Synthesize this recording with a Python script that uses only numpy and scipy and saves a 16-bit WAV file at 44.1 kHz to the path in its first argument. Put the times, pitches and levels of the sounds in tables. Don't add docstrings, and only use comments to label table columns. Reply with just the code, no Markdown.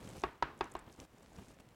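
import sys
import numpy as np
from scipy import signal
from scipy.fft import rfft, irfft
from scipy.io import wavfile
from scipy.ndimage import uniform_filter1d

SR = 44100
rng = np.random.default_rng(int(sys.argv[2]) if len(sys.argv) > 2 else 0)


def voltage_ratio(decibels):
    exponent = np.asarray(decibels, float) / 20
    return 10 ** exponent


def file_out(sig):
    cols = np.atleast_2d(sig).T
    lim = np.clip(cols, -1, 1)
    pcm = np.round(lim * 32767).astype(np.int16)
    wavfile.write(sys.argv[1], SR, pcm)


N = 77175

# (frequency [Hz], relative density [dB per Hz])
AIR_SPECTRUM = [(20, -7), (60, 0.5), (200, -20.5), (500, -7.5), (1200, -14), (2500, -17.5), (5000, -29.5),
                (10000, -34.5), (16000, -30.5)]
# (time [s], rumble level [dB], rustle level [dB])
RUBBING_LEVELS = [(0, -53, -69), (.06, -51, -63), (.11, -49, -63), (.13, -53.5, -62.5), (.17, -51.5, -60.5),
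                  (.215, -55.5, -64.5), (.24, -53.5, -70), (.33, -62, -79), (.41, -67, -83),
                  (.55, -60, -79.5), (.7, -59, -77), (.85, -61, -80), (0.901, -56.5, -75),
                  (.93, -61.5, -70), (.96, -64, -79), (1.002, -53, -68), (1.051, -57, -66),
                  (1.067, -69.5, -83), (1.15, -64, -77), (1.19, -60, -76.5), (1.25, -60.5, -73.5),
                  (1.29, -63.5, -74), (1.33, -60, -73.5), (1.392, -51.5, -67.5), (1.44, -60.5, -68.5),
                  (1.5, -57.5, -70), (1.53, -63, -73.5), (1.58, -65, -80), (1.595, -61.5, -75),
                  (1.605, -55, -63.5), (1.615, -65.5, -80.5), (1.75, -67.5, -78)]
# (frequency [Hz], relative density [dB per Hz])
RUMBLE_SPECTRUM = [(20, -18), (50, -1), (110, 0), (200, -0.5), (400, -6), (900, -13), (1800, -21.5),
                   (3500, -28), (6000, -42)]
# (frequency [Hz], relative density [dB per Hz])
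RUSTLE_SPECTRUM = [(900, -34.5), (2000, -0.5), (4000, -0.5), (7500, -0.5), (10000, -5), (13000, -11.5),
                   (16000, -30.5)]
# (time [s], peak level [dB], centre [Hz])
BRISTLE_TICKS = [(0.09, -43.5, 7300), (0.198, -44.5, 7400), (0.2186, -43.5, 6950), (0.5775, -54, 9300),
                 (0.5854, -68, 6590), (0.591, -49.5, 7850), (0.6374, -64, 6920), (0.6412, -57, 6150),
                 (0.643, -42.5, 7570), (0.656, -57, 6700), (0.7164, -47, 8020), (0.7203, -44.5, 7350),
                 (0.7215, -52, 8800), (0.7392, -52, 9710), (0.7672, -52, 7390), (0.7914, -47, 7600),
                 (0.7933, -51, 8000), (0.797, -55, 8750), (0.9206, -55.5, 9700), (0.9264, -51.5, 6190),
                 (0.9417, -57, 6450), (0.9617, -58, 6960), (0.9784, -65, 7820), (0.9924, -57, 6900),
                 (1.0012, -39.5, 6460), (1.0104, -51, 7900), (1.184, -55.5, 6940), (1.2281, -54, 7300),
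                 (1.3335, -54.5, 7900), (1.3643, -51.5, 6600), (1.3967, -72, 6820), (1.484, -49.5, 7600)]
# (landing time [s], case peak level [dB], time for a push to peak [ms], rebound delay [ms],
# rebound level [dB], pitch factor [ratio], place towards the middle of the pad [dB])
TAPS_ON_PAD = [(0.237, -20.5, 0.079, 2.53, -8, 1, -0.5), (0.4252, -18, 0.097, 3.9, -12, 1.034, 6.5),
               (0.6090, -20.5, 0.071, 2.33, -9.5, 0.99, -1.15),
               (0.7521, -27.5, 0.087, 3.12, -14, .97, -2.5)]
# (frequency [Hz], relative level [dB], t60 [s], share of the place level gained [ratio])
CASE_MODES = [(384.7, -0.5, 0.027, 0.63), (700, -7, 0.037, 0.75), (790, -8, 0.036, -1.6),
              (915, 1, 0.029, 3.1), (1117, -4.5, 0.06, 0), (1257, -3.5, 0.031, 2.5), (1650, -9, 0.053, 2.7),
              (1886, -5, 0.031, 2.58), (2480, -17.5, 0.027, 0.7), (2590, -11.5, 0.039, -0.1),
              (2824, -6, 0.034, 1.9), (3510, -1.5, 0.015, 2), (4770, -6, 0.015, 2.4)]
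CASE_SIGNS = (1, 1, 1, 1, -1, 1, -1, 1, -1, -1, 1, -1, -1)
# (frequency [Hz], level before its soft rise [dB], t60 [s])
DESK_MODES = [(52.9, -22.5, 0.14), (138.6, -25.5, 0.13)]
# (frequency [Hz], relative density [dB per Hz])
ROOM_SPECTRUM = [(150, -15.5), (350, 2), (550, -8.5), (950, 0), (1600, -6), (2700, -13.5), (4500, -27),
                 (8000, -44.5), (16000, -57)]
# (frequency [Hz], t60 [s])
ROOM_DECAY = [(100, 0.33), (400, 0.34), (1200, 0.38), (3000, 0.33), (8000, 0.56)]
# (time [s], peak level [dB], centre [Hz], width over centre [ratio])
HANDLE_KNOCKS = [(0.866, -56.5, 3650, .4), (0.898, -52.5, 3200, 0.44), (1.0005, -45, 2770, 0.39),
                 (1.2614, -45.5, 2800, 1.7), (1.320, -53.5, 700, 0.52), (1.470, -60, 1400, 0.46),
                 (1.588, -50.5, 1800, 0.95), (1.6892, -48.5, 4500, 1.64)]


def evened(x):
    return x / np.sqrt(np.mean(x ** 2) + 1e-20)


def read(points, hz):
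    f, value = np.transpose(points)
    return np.interp(np.log(hz + 1), np.log(f + 1), value)


def coloured(x, spectrum):
    gain = voltage_ratio(read(spectrum, np.fft.rfftfreq(len(x), 1 / SR)))
    return evened(irfft(rfft(x) * gain, len(x)))


def band_passed(x, low_hz, high_hz):
    return signal.sosfilt(signal.butter(2, [low_hz, high_hz], "band", fs=SR, output="sos"), x)


def add(mix, s, sound):
    part = mix[round(s * SR):][:len(sound)]
    part += sound[:len(part)]


def still_air():
    return voltage_ratio(-69.5) * coloured(rng.standard_normal(N), AIR_SPECTRUM)


def rubbing():
    lump_db, lump_s = 2.5, 0.006
    grains_per_s, grain_spread_db, biggest_grain = 700, 4.5, 3
    snap_decay_s, hiss_share = 0.00023, 0.45
    s, rumble_db, rustle_db = np.transpose(RUBBING_LEVELS)
    t = np.arange(N) / SR

    lumps = rng.standard_normal(N)
    for _ in range(2):
        lumps = uniform_filter1d(lumps, int(lump_s * SR))
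    lumpy_noise = rng.standard_normal(N) * voltage_ratio(lump_db * evened(lumps))
    rumble = coloured(lumpy_noise, RUMBLE_SPECTRUM)

    grain_db = grain_spread_db * np.minimum(rng.exponential(1, N), biggest_grain)
    grains = voltage_ratio(grain_db) * (rng.random(N) < grains_per_s / SR)
    power = signal.lfilter([1], [1, -np.exp(-1 / (snap_decay_s * SR))], grains ** 2)
    snaps = evened(np.sqrt(power) * rng.standard_normal(N))
    hiss = rng.standard_normal(N)
    rustle = coloured(hiss_share * hiss + (1 - hiss_share) * snaps, RUSTLE_SPECTRUM)
    return voltage_ratio(np.interp(t, s, rumble_db)) * rumble + voltage_ratio(np.interp(t, s, rustle_db)) * rustle


def bristle_tick(start, peak_db, hz):
    t60, width, wide_db, rise_s = 0.0038, 0.36, -16.5, 0.000068
    t = np.arange(900) / SR
    narrow = evened(band_passed(rng.standard_normal(len(t)), hz * (1 - width / 2), hz * (1 + width / 2)))
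    wide = evened(band_passed(rng.standard_normal(len(t)), 3500, 12000))
    envelope = (1 - np.exp(-t / rise_s)) * voltage_ratio(-60 * t / t60)
    burst = (narrow + voltage_ratio(wide_db) * wide) * envelope
    return start, voltage_ratio(peak_db) * burst / abs(burst).max()


def case_ring(t, force, pitch, place_db):
    ring = np.zeros(len(t))
    for sign, (hz, db, t60, share) in zip(CASE_SIGNS, CASE_MODES):
        ring += sign * voltage_ratio(db + share * place_db - 60 * t / t60) * np.sin(2 * np.pi * hz * pitch * t)
    rung = signal.fftconvolve(force, ring)[:len(t)]
    body = -signal.lfilter(*signal.butter(3, 302, "high", fs=SR), rung)
    return body / abs(body).max()


def landing_crack(late):
    grit = evened(band_passed(rng.standard_normal(len(late)), 2000, 4630))
    return voltage_ratio(-20 - 60 * late / 0.024) * (late > 0) * grit


def desk_thump(late):
    modes = sum(voltage_ratio(db - 60 * late / t60) * np.sin(2 * np.pi * hz * late) for hz, db, t60 in DESK_MODES)
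    return (1 - np.exp(-late / 0.002)) * modes


def room_tail(late):
    level_db, start_s = -23, 0.002
    size = len(late)
    hz, t, bands = signal.stft(coloured(rng.standard_normal(size), ROOM_SPECTRUM), SR, nperseg=256)
    decay = voltage_ratio(-60 * t / read(ROOM_DECAY, hz)[:, None])
    tail = signal.istft(bands * decay, SR, nperseg=256)[1][:size]
    return voltage_ratio(level_db) * (1 - np.exp(-(late / start_s) ** 2)) * tail


def tap(landing, level_db, contact_ms, rebound_ms, rebound_db, pitch, place_db):
    touch_ms, touch_db = 2.0, -22
    t = np.arange(0, 0.6, 1 / SR)

    def push(ms):
        x = np.maximum(t * 1000 - ms, 0) / contact_ms
        return x * np.exp(-x)

    force = voltage_ratio(touch_db) * push(0) + push(touch_ms) + voltage_ratio(rebound_db) * push(touch_ms + rebound_ms)
    late = np.maximum(t - touch_ms / 1000, 0)
    sound = case_ring(t, force, pitch, place_db) + landing_crack(late) + desk_thump(late) + room_tail(late)
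    return landing - touch_ms / 1000, voltage_ratio(level_db) * sound


def handle_knock(start, peak_db, hz, width):
    click = band_passed(np.arange(600) == 0, hz * (1 - width / 2), hz * (1 + width / 2))
    return start, rng.choice([-1, 1]) * voltage_ratio(peak_db) * click / abs(click).max()


def scene():
    mix = still_air() + rubbing()
    for row in BRISTLE_TICKS:
        add(mix, *bristle_tick(*row))
    for row in TAPS_ON_PAD:
        add(mix, *tap(*row))
    for row in HANDLE_KNOCKS:
        add(mix, *handle_knock(*row))
    return mix[None]


def roll_off(x):
    return signal.sosfilt(signal.butter(12, 16290, fs=SR, output="sos"), x)


def record(dry):
    return roll_off(dry)


dry = scene()
out = record(dry)
file_out(out)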